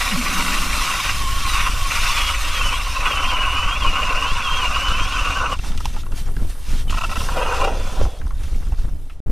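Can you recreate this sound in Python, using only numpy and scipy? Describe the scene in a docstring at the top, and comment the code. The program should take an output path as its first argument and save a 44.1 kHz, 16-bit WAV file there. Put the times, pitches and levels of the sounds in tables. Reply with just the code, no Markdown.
"""A cordless drill turns an ice auger on a windy frozen lake, a few metres from the microphone.
The motor whines and sags under load, blade chatter rings the auger, shavings hiss and wind buffets throughout;
at the start the ice sheet booms in a few falling glides. After five seconds the cut ends and short knocks of
gear, ice chunks and later the blades ring out while a scoop stirs slush. The blades then skip on fresh ice as
short scrapes and grind again in a shallow hole until the drill stops. Near the end the sound drops out briefly."""
import sys
import numpy as np
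from scipy import signal
from scipy.fft import rfft, irfft, next_fast_len
from scipy.io import wavfile
from scipy.ndimage import uniform_filter1d

SR = 44100
rng = np.random.default_rng(int(sys.argv[2]) if len(sys.argv) > 2 else 0)


def int16_out(signal):
    """Quantize to a 16-bit WAV file."""
    q = np.round(np.clip(np.atleast_2d(signal).T, -1, 1) * 32767)
    wavfile.write(sys.argv[1], SR, q.astype(np.int16))


N = 410571
T = np.arange(N) / SR

# how hard the blades cut, one table a run, before trims: t/s, shaft ring level/dB, blade ring level/dB
CUT_RUNS = [
    [(0, -26.5, -23), (1.12, -26, -24), (1.3, -30.5, -31), (1.58, -20.5, -19), (1.75, -29.5, -29.5),
     (1.87, -32, -29), (1.93, -26.5, -22), (3.1, -23.5, -24), (4.1, -23.5, -25), (5.3, -24.5, -26),
     (5.46, -20, -30), (5.535, -25, -30), (5.565, -43, -46)],
    [(7.25, -38, -55), (7.35, -29, -36), (7.38, -22.5, -27.5), (7.66, -24, -32), (7.76, -38.5, -41),
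     (8.03, -35, -56), (8.18, -61, -58)],
]
# resonances of crunching ice: f/Hz, width/Hz, level/dB
CRUNCH_MODES = [(1300, 260, -0.88), (1957, 115, 0.12), (2300, 330, 0)]
# resonances of the auger standing free of a hole: f/Hz, width/Hz, level/dB
FREE_AUGER_MODES = [(750, 205, -5.5), (1090, 120, 2), (1324, 114, 5), (1950, 67, -13), (2680, 106, -1.5),
                    (2844, 100, -4)]
# spectrum of scraping ice crumbs: f/Hz, relative density/dB per Hz
HISS_SPECTRUM = [(100, 3), (400, -14), (1000, 4), (1700, 4.5), (3000, 7), (3450, 7), (3700, 8), (3920, 5),
                 (4100, 6), (4350, 4), (4900, 5), (6200, 4.5), (7100, -1), (8500, -2), (11000, -7),
                 (13000, -10.5), (15500, -17)]


def amp(db):
    """Turns decibels into an amplitude factor."""
    return 10 ** (np.asarray(db) / 20)


def evened(x):
    """Scales x to unit RMS."""
    return x / np.sqrt(np.mean(x ** 2) + 1e-20)


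def read(points, hz):
    """A spectrum joined by straight lines on a log-frequency axis."""
    f, value = np.transpose(points)
    return np.interp(np.log(hz + 1), np.log(f + 1), value)


def level(rows, column):
    """Gain over time from a dB column, silent outside its span."""
    rows = np.asarray(rows)
    inside = (T >= rows[0, 0]) & (T <= rows[-1, 0])
    soft_gate = uniform_filter1d(inside * 1., size=300)
    return amp(np.interp(T, rows[:, 0], rows[:, column])) * soft_gate


def add(mix, s, sound):
    """Lays a sound into the mix from s seconds on."""
    part = mix[max(round(s * SR), 0):][:len(sound)]
    part += sound[:len(part)]


def shaped(x, gain):
    """Filters x by a gain given as a function of frequency."""
    size = next_fast_len(x.shape[-1] + 4096, True)
    spectrum = rfft(x, size) * gain(np.fft.rfftfreq(size, 1 / SR))
    return irfft(spectrum, size)[..., :x.shape[-1]]


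def colour(x, spectrum):
    """Gives x the tilt of a spectrum, at unit RMS."""
    return evened(shaped(x, lambda hz: amp(read(spectrum, hz))))


def wander(hz):
    """Smooth chance of unit RMS, rolled off around the given rate."""
    size = N // 32
    rates = np.fft.rfftfreq(size, N / SR / size)
    slow = irfft(rfft(rng.standard_normal(size)) * np.exp(-(rates / hz) ** 2), size)
    return evened(np.interp(T, np.linspace(0, N / SR, size), slow))


def steadied(x, seconds):
    """Evens out the slow level of x and keeps its fast grain."""
    size = max(int(seconds * SR), 8)
    power = uniform_filter1d(uniform_filter1d(x ** 2, size), size)
    return x / np.sqrt(abs(power) + 1e-12)


def ring(x, modes):
    """Passes x through steep resonances, each a two-pole filter applied twice."""
    out = 0
    for hz, width, db in modes:
        # each stage is wider, so that the pair has the stated width
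        section = np.concatenate(signal.iirpeak(hz, hz / (1.55 * width), fs=SR))
        shifted = np.roll(x, int(rng.integers(0, 90)))  # keeps the modes from starting in step
        out = out + amp(db) * signal.sosfilt([section, section], shifted)
    return out


def resonate(x, hz, width):
    """A steep resonance that follows the curve hz: x is shifted down to zero, smoothed and shifted back."""
    turn = np.exp(2j * np.pi * np.cumsum(hz) / SR)
    r = np.exp(-np.pi * 1.55 * width / SR)
    smooth = signal.lfilter([(1 - r) ** 2], [1, -2 * r, r * r], x * turn.conj() + 1e-18)
    return 2 * (turn * smooth).real


def fractures(per_s, spread_db):
    """Random tiny breaks in the ice; with some spread, most are small and a few large."""
    size = amp(spread_db * np.minimum(rng.exponential(1, N), 4))
    return evened(size * rng.choice([-1, 1], N) * (rng.random(N) < per_s / SR))


def swell(s, rise_s, fall_s):
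    """A rounded rise and fall that peaks at s."""
    u = abs(T - s) / np.where(T < s, max(rise_s, .005), max(fall_s, .005))
    out, near = np.zeros(N), u < 10
    out[near] = np.exp(1 - np.hypot(1, u[near] * np.sqrt(2)))
    return out


def drive():
    """The load over time sets the whine's pitch, the drop of the cutting and the turns that time the throb."""
    # motor speed while the blades bite, sinking as the hole deepens: t/s, whine f/Hz before slips and snags
    speed = [(0, 3850), (1.0, 3780), (1.65, 3355), (2.08, 3560), (2.26, 3270), (2.7, 2980), (3.17, 3037),
             (3.4, 2904), (3.5, 2880), (3.62, 2976), (3.95, 2800), (4.05, 2830), (4.2, 2790), (4.7, 2753),
             (4.85, 2980), (5.0, 2990), (5.28, 2827), (5.55, 2602)]
    # motor speed on the fresh hole: t/s, whine f/Hz
    restart = [(6.87, 3000), (6.9, 2960), (6.96, 3500), (7.3, 3600), (7.4, 3080), (7.5, 3650), (7.65, 3250),
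               (7.8, 3460), (7.9, 3460), (8.02, 3550), (8.18, 3300)]
    # blades lose their bite, the cutting fades and the motor races:
    # peak t/s, rise/s, fall/s, change of whine f/Hz, drop of the cutting/dB
    slips = [(0.18, 0.1, 0.17, 541.0, 5.0), (0.65, 0.121, 0.15, 500.0, 4.3), (0.79, 0.11, 0.14, 290.0, 0.0),
             (1.18, 0.08, 0.25, 650.0, 8.5), (1.424, 0.202, 0.25, 792.0, 6.1),
             (1.8, 0.13, 0.28, 850.0, 4.5), (1.89, 0.08, 0.1, 230.0, 1.5), (2.428, 0.15, 0.23, 681.0, 6.9),
             (2.858, 0.15, 0.17, 1100.0, 9.2), (2.995, 0.1, 0.185, 850.0, 3.0),
             (3.299, 0.116, 0.075, 238.0, 0.0), (3.797, 0.162, 0.11, 640.0, 3.5),
             (4.385, 0.177, 0.185, 879.0, 2.1), (4.578, 0.137, 0.118, 519.0, 0.0),
             (5.105, 0.154, 0.129, 544.0, 3.8)]
    # blades snag, the cut flares and the motor bogs: t/s, half length/s, sag of whine f/Hz, rise of the cutting/dB
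    snags = [(1.925, 0.015, 1, 7), (3.062, .02, 76.5, 5.5), (3.165, 0.011, 81.5, 0),
             (3.867, 0.026, 60.5, 3), (4.109, 0.02, 149, 1), (4.64, 0.019, 105, 1.5),
             (5.168, 0.015, 45.5, 4)]
    # timing of the throb against the summed turns: t/s, lead/turns
    throb_lead = [(0, .07), (.4, .05), (1.05, -.07), (1.4, .05), (2.1, .125), (2.8, .16), (3.2, .205),
                  (4.2, .225), (5.5, .23)]
    slip_curve = 1.3  # above 1, a slip builds gently and peaks sharply
    whine_per_turn = 788  # whine cycles in one turn of the auger

    hz, drop_db = np.interp(T, *np.transpose(speed + restart)), np.zeros(N)
    for s, rise_s, fall_s, gain_hz, db in slips:
        slack = np.interp(T, [s - rise_s, s, s + fall_s], [0, 1, 0]) ** slip_curve
        hz, drop_db = hz + gain_hz * slack, drop_db + db * slack
    for s, half_s, sag_hz, db in snags:
        snag = swell(s, half_s, half_s)
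        hz, drop_db = hz - sag_hz * snag, drop_db - db * snag
    turns = np.cumsum(hz) / SR / whine_per_turn + np.interp(T, *np.transpose(throb_lead))
    return hz, drop_db, turns


def throbs(turns):
    """Two blade passes a turn swell the cut and slow the motor; chatter at twice that rate grows with depth."""
    pass_db, chatter_db, chatter_db_per_s = 2, 1.76, 0.31
    chatter_lag_turns, ripple_lag_turns = .19, 0.05
    ripple_hz = 18.7  # the motor slows a little after each blade pass

    passes, chatters = 2 * turns, 4 * (turns - chatter_lag_turns)
    first_run = T < CUT_RUNS[0][-1][0]
    depth_db = chatter_db + chatter_db_per_s * T * first_run
    sag_hz = ripple_hz * np.cos(2 * np.pi * (passes - 2 * ripple_lag_turns))
    return pass_db * np.cos(2 * np.pi * passes), depth_db * np.cos(2 * np.pi * chatters), sag_hz


def motor(hz, drop_db):
    """The whine follows shaft speed, shaken by load; a slower gear mesh hums, with an overtone at high speed."""
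    # the whine is loudest when the motor labours: whine f/Hz, relative level/dB
    labour = [(2650, -25), (2800, -3.5), (2940, 0), (3100, -7.5), (3210, -0.5), (3400, -8.5), (3530, -14.5),
              (3800, -9), (4020, -10), (4300, -11)]
    # how the drill carries, one table a run, before trims: t/s, whine level/dB, gear hum level/dB
    drill_runs = [
        [(0, -31, -52), (.55, -34, -48), (.68, -27, -39), (.95, -34, -61), (1.22, -37, -30), (1.38, -36, -28.5),
         (1.48, -25, -32), (1.62, -31, -58), (1.75, -43, -39), (1.85, -44, -27), (1.97, -35, -48),
         (2.14, -22, -51), (2.25, -31, -54), (2.77, -27.5, -48), (2.95, -33, -39), (3.2, -29, -27),
         (4.27, -28.5, -53), (4.385, -32, -46), (4.45, -29.5, -54), (4.95, -29, -53), (5.15, -33, -44),
         (5.53, -37, -37)],
        [(6.88, -37, -49), (6.95, -48, -34), (7.4, -40, -50), (7.7, -43, -49), (7.87, -36.5, -58),
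         (8.05, -44, -55), (8.2, -54, -66)],
    ]
    flutter_db, whine_db, gear_db = 2.6, 2, -1
    gear_order, overtone_order = .262, .75  # pitch as a share of the whine's
    whine_share = 0.7  # share of the cutting's drop that the whine follows

    unsteady = 1 + .006 * wander(78.0) + .0035 * wander(22.3)
    phase = 2 * np.pi * np.cumsum(hz * unsteady) / SR
    whine_level_db = whine_db + read(labour, hz) - whine_share * drop_db
    whine_flutter_db = flutter_db * np.minimum(wander(42.2), 1.3)
    whine = amp(whine_level_db + whine_flutter_db) * np.sin(phase)
    play = 0.96 * wander(53)  # play in the gears blurs the hum, in radians
    mesh = ring(np.sin(gear_order * phase + play), [(1110, 260, 0)])
    overtone = ring(np.sin(overtone_order * phase + play), [(3000, 590, -9)])
    gear = amp(gear_db + flutter_db * np.minimum(wander(40), 1.3)) * (mesh + overtone)
    return np.sqrt(2) * sum(level(rows, 1) * whine + level(rows, 2) * gear for rows in drill_runs)


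def chatter(breaks, modes):
    """Each clump of breaks lands elsewhere on the blades, so it favours other modes and pulls them off pitch."""
    detune, shift_hz = .024, 16
    favour_db, favour_hz = 2.4, 28
    total = 0
    for hz, width, db in modes:
        gain = amp(db + favour_db * wander(favour_hz))
        pitch = hz * (1 + detune * wander(shift_hz))
        total = total + gain * resonate(breaks * rng.choice([-1, 1], N), pitch, width)
    return steadied(total, .09)


def auger(drop_db, pass_db, chatter_db):
    """The blades stick and slip: clumps of fractures ring shaft, blades and ice; depth muffles the crunch."""
    # resonances of the shaft, then the blades, in the deep hole: f/Hz, width/Hz, level/dB
    shaft_modes = [(1000, 43, -4.5), (1100, 77, 0), (1238, 116, -7), (1364, 176, -11), (1479, 63, -6)]
    blade_modes = [(2460, 260, -6.5), (2633, 134, -1), (2800, 100, 2)]
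    # the same in a fresh, shallow hole: f/Hz, width/Hz, level/dB
    fresh_shaft_modes = [(520, 72, -3.5), (770, 48, -0.5), (990, 69, 3), (1195, 130, -8), (1340, 170, -1),
                         (1520, 63, -8)]
    fresh_blade_modes = [(1920, 110, -6), (2500, 94, -0.5), (2760, 120, -1)]
    # resonances of the ice sheet, then of the ice around the hole: f/Hz, width/Hz, level/dB
    sheet_modes = [(480, 130, 2), (580, 130, 1), (765, 90, -2), (980, 100, -9)]
    hole_modes = [(276, 41, -2), (561, 130, -0.5), (755, 71, 0)]
    # blades grinding down into the ice sheet: peak t/s, level/dB, rise/s, fall/s
    grinds = [(7.22, -40.5, 0.1, 0.12), (7.385, -28.5, 0.032, 0.13), (7.615, -23.5, 0.018, 0.074),
              (7.71, -35.5, .03, 0.088), (8.0, -36, 0.08, 0.13)]
    # the ice around the hole rings most when the auger bears down: t/s, level/dB before trim
    bearing = [(0, -36), (1.1, -42), (1.58, -42.5), (2.7, -39), (2.96, -39), (3.1, -35), (3.7, -38.5),
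               (4.0, -34.5), (4.22, -34), (4.32, -43), (4.55, -40), (4.7, -35.5), (5.1, -41), (5.42, -34),
               (5.53, -33), (5.56, -44)]
    shaft_db, blade_db, hole_db = -1.5, -2.5, -1
    crunch_db, muffle_db_per_s = 3, 2.8
    blade_share = .15  # share of the blade-pass swell that the blade ring follows

    judder_db = 1.1 * np.minimum(wander(14), 1.5)
    rasp_db = 1.7 * np.minimum(wander(55), 1.5)
    breaks = fractures(per_s=2200, spread_db=0.0) * amp(judder_db + rasp_db)
    shaft, blade = chatter(breaks, shaft_modes), chatter(breaks, blade_modes)
    fresh_shaft, fresh_blade = chatter(breaks, fresh_shaft_modes), chatter(breaks, fresh_blade_modes)
    sheet, hole = chatter(breaks, sheet_modes), chatter(breaks, hole_modes)
    crunch = chatter(breaks, CRUNCH_MODES)
    crunchy = amp(crunch_db - muffle_db_per_s * T)
    blade = (blade + crunchy * crunch) / np.hypot(1, crunchy)

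    deep, fresh = CUT_RUNS
    shafts = level(deep, 1) * shaft + level(fresh, 1) * fresh_shaft
    shafts = amp(shaft_db + pass_db) * shafts
    blades = level(deep, 2) * blade + level(fresh, 2) * fresh_blade
    blades = amp(blade_db + chatter_db + blade_share * pass_db) * blades
    grinding = sum(amp(db) * swell(s, rise_s, fall_s) for s, db, rise_s, fall_s in grinds)
    around_hole = amp(hole_db - drop_db / 2) * level(bearing, 1) * hole
    return amp(-drop_db) * (shafts + blades) + grinding * sheet + around_hole


def spray(load_db):
    """Gains of the hiss and of its fine fizz: dust that follows the cutting, and swishes of slush."""
    # ice dust from the auger, less as the hole deepens, over a faint drift of powder:
    # t/s, hiss level/dB before load, fine fizz relative to the hiss/dB
    dust = [(0, -31, -6), (.5, -31.5, -4), (1.1, -31.5, -6.5), (1.28, -34, -4), (1.5, -29, -6.5),
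            (1.75, -35.5, -4.5), (2, -30, -6.5), (2.7, -34.5, -6.5), (3.5, -38.5, -9.5), (5.3, -36, -11.5),
            (5.5, -41.5, -13), (5.6, -53, -8), (6.07, -61.5, 6), (6.32, -59.5, 7), (6.4, -53, 1),
            (6.86, -65, 14), (6.918, -42.5, -7), (7.35, -42, -4), (7.6, -38.5, -9.5), (7.7, -44, -8),
            (8.02, -43.5, -7), (8.2, -57, -1), (8.6, -72, 10.5), (9.098, -63, 1.5), (9.31, -74, -12)]
    # slush swept by the scoop and the auger:
    # peak t/s, level/dB, rise/s, fall/s, fine fizz relative to the level/dB
    swishes = [(5.53, -38.5, 0.026, 0.012, -7), (5.68, -41.5, 0.069, 0.042, -7),
               (5.85, -46.5, 0.076, 0.11, -4), (6.005, -45, 0.069, 0.016, -8),
               (6.18, -43, 0.025, 0.041, -1.5), (6.27, -49.5, 0.018, 0.015, -9),
               (6.5, -47.5, 0.016, 0.037, -1), (6.71, -42.5, 0.061, 0.058, -6.5),
               (6.8, -42.5, 0.053, 0.023, -8), (6.905, -35.5, 0.0047, 0.014, -8),
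               (7.19, -38, .03, 0.069, -3.5), (8.44, -51, 0.072, 0.27, -3.5), (8.82, -54, 0.059, 0.051, -8)]
    dust_share = 0.24  # share of the load's decibels that the hiss follows

    s, db, fine_db = np.transpose(dust)
    hiss_power = amp(np.interp(T, s, db) + dust_share * load_db) ** 2
    fine_power = hiss_power * amp(np.interp(T, s, fine_db)) ** 2
    for s, db, rise_s, fall_s, fine_db in swishes:
        power = (amp(db) * swell(s, rise_s, fall_s)) ** 2
        hiss_power = hiss_power + power
        fine_power = fine_power + power * amp(fine_db) ** 2
    return np.sqrt(hiss_power), np.sqrt(fine_power)


def patchy(x, depth_db):
    """Crumbs of changing size make brief patches of colour."""
    z = signal.stft(x, nperseg=512)[2]
    patches = uniform_filter1d(rng.standard_normal(z.shape), size=6, axis=0)
    patches = evened(uniform_filter1d(patches, size=7, axis=1))
    return signal.istft(z * amp(depth_db * patches), nperseg=512)[1][:N]


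def shavings(hiss, fine):
    """Countless ice crumbs scrape and scatter; dry powder fizzes more than wet slush."""
    flicker = amp(0.86 * wander(31))
    crumbs = colour(fractures(per_s=11000, spread_db=2.0) * flicker, HISS_SPECTRUM)
    crumbs = patchy(crumbs, depth_db=1.8)
    fizz = shaped(crumbs, lambda hz: np.clip((hz - 6500) / 4000, 0, 1))
    middle = shaped(crumbs, lambda hz: (hz > 4000) & (hz < 8000))  # the band that sets the hiss level
    return hiss * (crumbs - fizz) / middle.std() + fine * evened(fizz)


def reflected(x):
    """One close reflection ripples the spectrum."""
    echo_db, delay_s = -13, .00219
    return shaped(x, lambda hz: 1 + amp(echo_db) * np.exp(-2j * np.pi * hz * delay_s))


def wind(gusts):
    """Eddies buffet the microphone; the strongest pushes carry a flutter above the rumble."""
    # the breeze on the microphone, before trims: t/s, rumble level/dB, flutter level/dB
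    breeze = [(0, -25.5, -63), (.75, -20, -55), (1, -33.5, -44.5), (1.15, -20, -41), (1.8, -20, -43),
              (2.4, -22, -50), (2.7, -21.5, -43.5), (2.85, -22.5, -50), (3.1, -23.5, -46),
              (3.4, -20.5, -45.5), (5.2, -23, -43), (5.55, -26, -42), (5.7, -18, -39), (6.33, -26.5, -51.5),
              (6.48, -16.5, -42), (6.57, -29, -56), (6.7, -17, -44), (6.83, -21, -44), (7.1, -22.5, -41),
              (8.03, -18.5, -44), (8.17, -32, -52), (8.27, -22, -49), (8.5, -18.5, -43.5),
              (8.93, -20, -43.5), (9.13, -33, -56), (9.31, -17, -38)]
    # spectra of the rumble, the flutter and the thin air noise: f/Hz, relative density/dB per Hz
    rumble_spectrum = [(1, -17), (5, -3.5), (12, 0), (22, 1), (35, -6.5), (60, -11.5), (90, -23),
                       (150, -51), (400, -73), (1500, -84)]
    flutter_spectrum = [(30, -11), (80, 6.5), (130, -0.5), (200, -6.5), (300, -10.5), (500, -21),
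                        (1000, -28.5), (4000, -48)]
    air_spectrum = [(30, -6), (300, 18), (700, 17), (1400, 9), (3000, -9), (8000, -28), (15000, -23)]
    rumble_db, flutter_db, air_db, ceiling_db = 1.3, 7.5, -57, -6
    gust_rumble_db = 21  # a gust's rumble above its flutter, before trims

    rumble = steadied(colour(rng.standard_normal(N), rumble_spectrum), 0.22)
    lumps = (0.31 + abs(rumble)) * amp(wander(15))
    flutter = steadied(colour(rng.standard_normal(N), flutter_spectrum) * lumps, 0.081)
    air = amp(air_db) * colour(rng.standard_normal(N), air_spectrum)
    push = amp(rumble_db) * np.hypot(level(breeze, 1), amp(gust_rumble_db) * gusts) * rumble
    push = amp(ceiling_db) * np.tanh(push / amp(ceiling_db))  # the hardest pushes level off
    return push + amp(flutter_db) * np.hypot(level(breeze, 2), gusts) * flutter + air


def booms():
    """Bending waves in the ice arrive high notes first; scattered waves from the far lake follow."""
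    # falling glides through the ice sheet: t/s, level/dB, starting f/Hz, ending f/Hz, length/s
    glides = [(.112, -24, 250, 138, 0.063), (.162, -25, 259, 230, 0.064), (.315, -31, 200.4, 177, 0.09),
              (.425, -31, 184, 169, 0.059)]
    tail_db, tail_delay_s, tail_spread_s = -33, 0.36, 0.25  # the tail peaks this long after the first glide

    out = np.zeros(N)
    for s, db, from_hz, to_hz, length in glides:
        hz = np.geomspace(from_hz, to_hz, int(length * SR))
        glide = np.sin(2 * np.pi * np.cumsum(hz) / SR) * signal.windows.tukey(len(hz), .6)
        add(out, s, np.sqrt(2) * amp(db) * glide)
    scattered = ring(rng.standard_normal(N), [(185.0, 23, -0.18), (231, 82, -0.82)])
    tail = np.exp(-((T - glides[0][0] - tail_delay_s) / tail_spread_s) ** 2 / 2)
    return out + amp(tail_db) * steadied(scattered, 0.15) * tail


def slush(hiss):
    """Resonant noise sloshes in the scoop's hole, swelling with the hiss of swishes, and ice chips tinkle."""
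    slosh_db, swish_db, tick_db = -53, -7, -59
    start_s, end_s = 4.1, 8.9

    lumpy = rng.standard_normal(N) * amp(5.2 * wander(34))
    slosh = ring(lumpy, [(476, 88, 1.5), (766, 190, -3), (1260, 510, 0.5)])
    ticks = 0
    for hz in np.geomspace(1100, 9000, num=10):
        ticks = ticks + ring(fractures(per_s=14, spread_db=1.7), [(hz, hz / 9, 0)])
    sloshing = np.hypot(amp(slosh_db), amp(swish_db) * hiss) * evened(slosh)
    gate = level([(start_s, 0), (end_s, 0)], 1)
    return gate * (sloshing + amp(tick_db) * evened(ticks))


def knocks():
    """Short knocks: a sharp contact and a scatter of chips, with a crack on top and some ring of steel."""
    # knocks of gear and ice chunks, and a few hard catches of the blades: t/s, peak level/dB, body f/Hz,
    # crack relative to the body/dB, steel ring relative to the body/dB, t60/s of the blow
    blows = [(5.589, -26, 2470, -5, 2, .02), (5.636, -27.5, 1000, -19, -9, 0.23),
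             (5.718, -24, 2980, -2, 0, .035), (5.775, -23, 2850, 3, -4, 0.036),
             (5.804, -20.5, 1250, -5, -11, 0.037), (5.847, -22, 3400, -1, -13, .025),
             (5.855, -10, 990, -1, -12, 0.03), (5.943, -33, 900, -16, -10, .04),
             (5.963, -23, 850, -13, -5, 0.056), (6.032, -33, 2670, -12, 7, 0.024),
             (6.063, -28.5, 1100, -12, -6, .045), (6.119, -28, 950, -5, -1, .035),
             (6.141, -38, 1300, -8, -3, .025), (6.178, -33, 695, -2, -12, .04),
             (6.257, -40, 2000, -1, -14, .03), (6.365, -25.5, 1720, -8, -17, 0.021),
             (6.879, -35, 2960, -4, -14, .07), (6.895, -19, 2870, -22, -20, .03),
             (7.285, -15.5, 1090, -23, -12, .05), (7.368, -13.5, 520, -13.5, -11, 0.082),
             (7.672, -11.5, 464, -30, -6, 0.055), (8.012, -12, 480, -24, -15, 0.025),
             (8.051, -24, 780, -23, -6, .04), (8.214, -30, 1530, -16, -6, 0.032),
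             (8.268, -32, 1100, -17, -18, 0.026), (8.307, -26.5, 1100, -18, -14, .035),
             (8.435, -26, 2380, 2, -15, 0.042), (8.545, -35, 2390, -14, -18, .05),
             (8.641, -43, 6000, -5, -25, .015), (8.718, -29, 870, -12, -3, 0.055),
             (9.096, -35, 2300, -13, -1, 0.086)]
    damping, grit_db = 0.34, -4  # body width as a share of its pitch; steady grit among the chips
    chips_per_s, contact = 1300, 1.2

    out, t = np.zeros(N), np.arange(SR // 6) / SR
    for s, db, hz, crack_db, steel_db, t60 in blows:
        scatter = (rng.random(len(t)) < chips_per_s / SR) + amp(grit_db) / 2
        chips = rng.standard_normal(len(t)) * scatter
        hit = contact * (t == t[SR // 1000])  # a single click after 1 ms
        blow = (chips + hit) * amp(-60 * t / max(t60, .008))
        sound = evened(ring(blow, [(hz, min(damping * hz, 700), 0)]))
        sound += amp(steel_db) * evened(ring(blow, FREE_AUGER_MODES))
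        sound += amp(crack_db) * colour(blow, HISS_SPECTRUM)
        add(out, s, amp(db) * sound / abs(sound).max())
    return out


def bites():
    """Each catch of a blade is one short, abrupt scrape ringing the auger, which stands free of any hole."""
    # blades catching and skipping on fresh ice: t/s, envelope peak/dB, length/s
    catches = [(6.907, -29, 0.0057), (6.922, -26, 0.013), (6.937, -28, 0.018), (6.969, -23.5, 0.027),
               (7.008, -23, 0.019), (7.032, -21.5, 0.0263), (7.092, -29, 0.017), (7.11, -26, 0.031),
               (7.153, -24.5, 0.026), (7.201, -27.5, 0.024), (7.235, -34, 0.02), (7.314, -35.5, 0.049),
               (7.539, -28, .022), (7.601, -24.5, 0.029), (7.639, -21, 0.017)]
    crunch_db, crack_db = -15, -13

    envelope, breaks = np.zeros(N), fractures(per_s=2500, spread_db=0.0)
    for s, db, length in catches:
        add(envelope, s, amp(db) * signal.windows.tukey(int(max(length, .005) * SR), 0.47))
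    scrape = evened(ring(breaks, FREE_AUGER_MODES))
    scrape = scrape + amp(crunch_db) * evened(ring(breaks, CRUNCH_MODES))
    scrape = scrape + amp(crack_db) * colour(breaks, HISS_SPECTRUM)
    return envelope * steadied(scrape, 0.01)


def scene():
    """Everything sits in the middle; only the hiss and the wind differ between the ears."""
    # gusts of wind: peak t/s, flutter level/dB before trim
    gust_rows = [(1.78, -46), (2.62, -42), (3.88, -36.5), (4.35, -38), (4.9, -40), (5.03, -39.5),
                 (5.27, -45), (6.13, -38), (6.27, -38), (6.41, -33.5), (6.74, -36.5), (6.9, -34),
                 (7.19, -38.5), (8.02, -32.5), (8.25, -42), (8.72, -39.5), (8.86, -37), (9.31, -34.5)]
    # how much the hiss and wind differ between the ears: f/Hz, side gain/dB
    width = [(30, -20.5), (120, -18.5), (500, -23), (1100, -57), (2800, -58), (4500, -71), (6000, -12),
             (8500, -6.5), (15000, -10.5)]
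    gust_rise_s, gust_fall_s = 0.038, 0.037

    hz, drop_db, turns = drive()
    pass_db, chatter_db, sag_hz = throbs(turns)
    hiss, fine = spray(pass_db / 2 - drop_db)
    gusts = sum(amp(db) * swell(s, gust_rise_s, gust_fall_s) for s, db in gust_rows)
    drill = motor(hz - sag_hz, drop_db) + auger(drop_db, pass_db, chatter_db)
    mid = drill + reflected(shavings(hiss, fine)) + wind(gusts)
    mid = mid + booms() + slush(hiss) + knocks() + bites()
    # fresh draws of hiss and wind make the side signal
    side = reflected(shavings(hiss, fine)) + wind(gusts)
    side = shaped(side, lambda hz: amp(read(width, hz)))
    return np.array([mid + side, mid - side])


def record(dry):
    """The sound drops out briefly near the end; then a steep low-pass limits the band."""
    dropout_start_s, dropout_end_s = 9.203, 9.262
    edge_hz = 15300
    live = uniform_filter1d(1. * ((T < dropout_start_s) | (T > dropout_end_s)), size=40)
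    low_pass = signal.firwin(511, edge_hz, window=("kaiser", 9), fs=SR)
    return signal.oaconvolve(dry * live, low_pass[None], "same")


dry = scene()
out = record(dry)
int16_out(out)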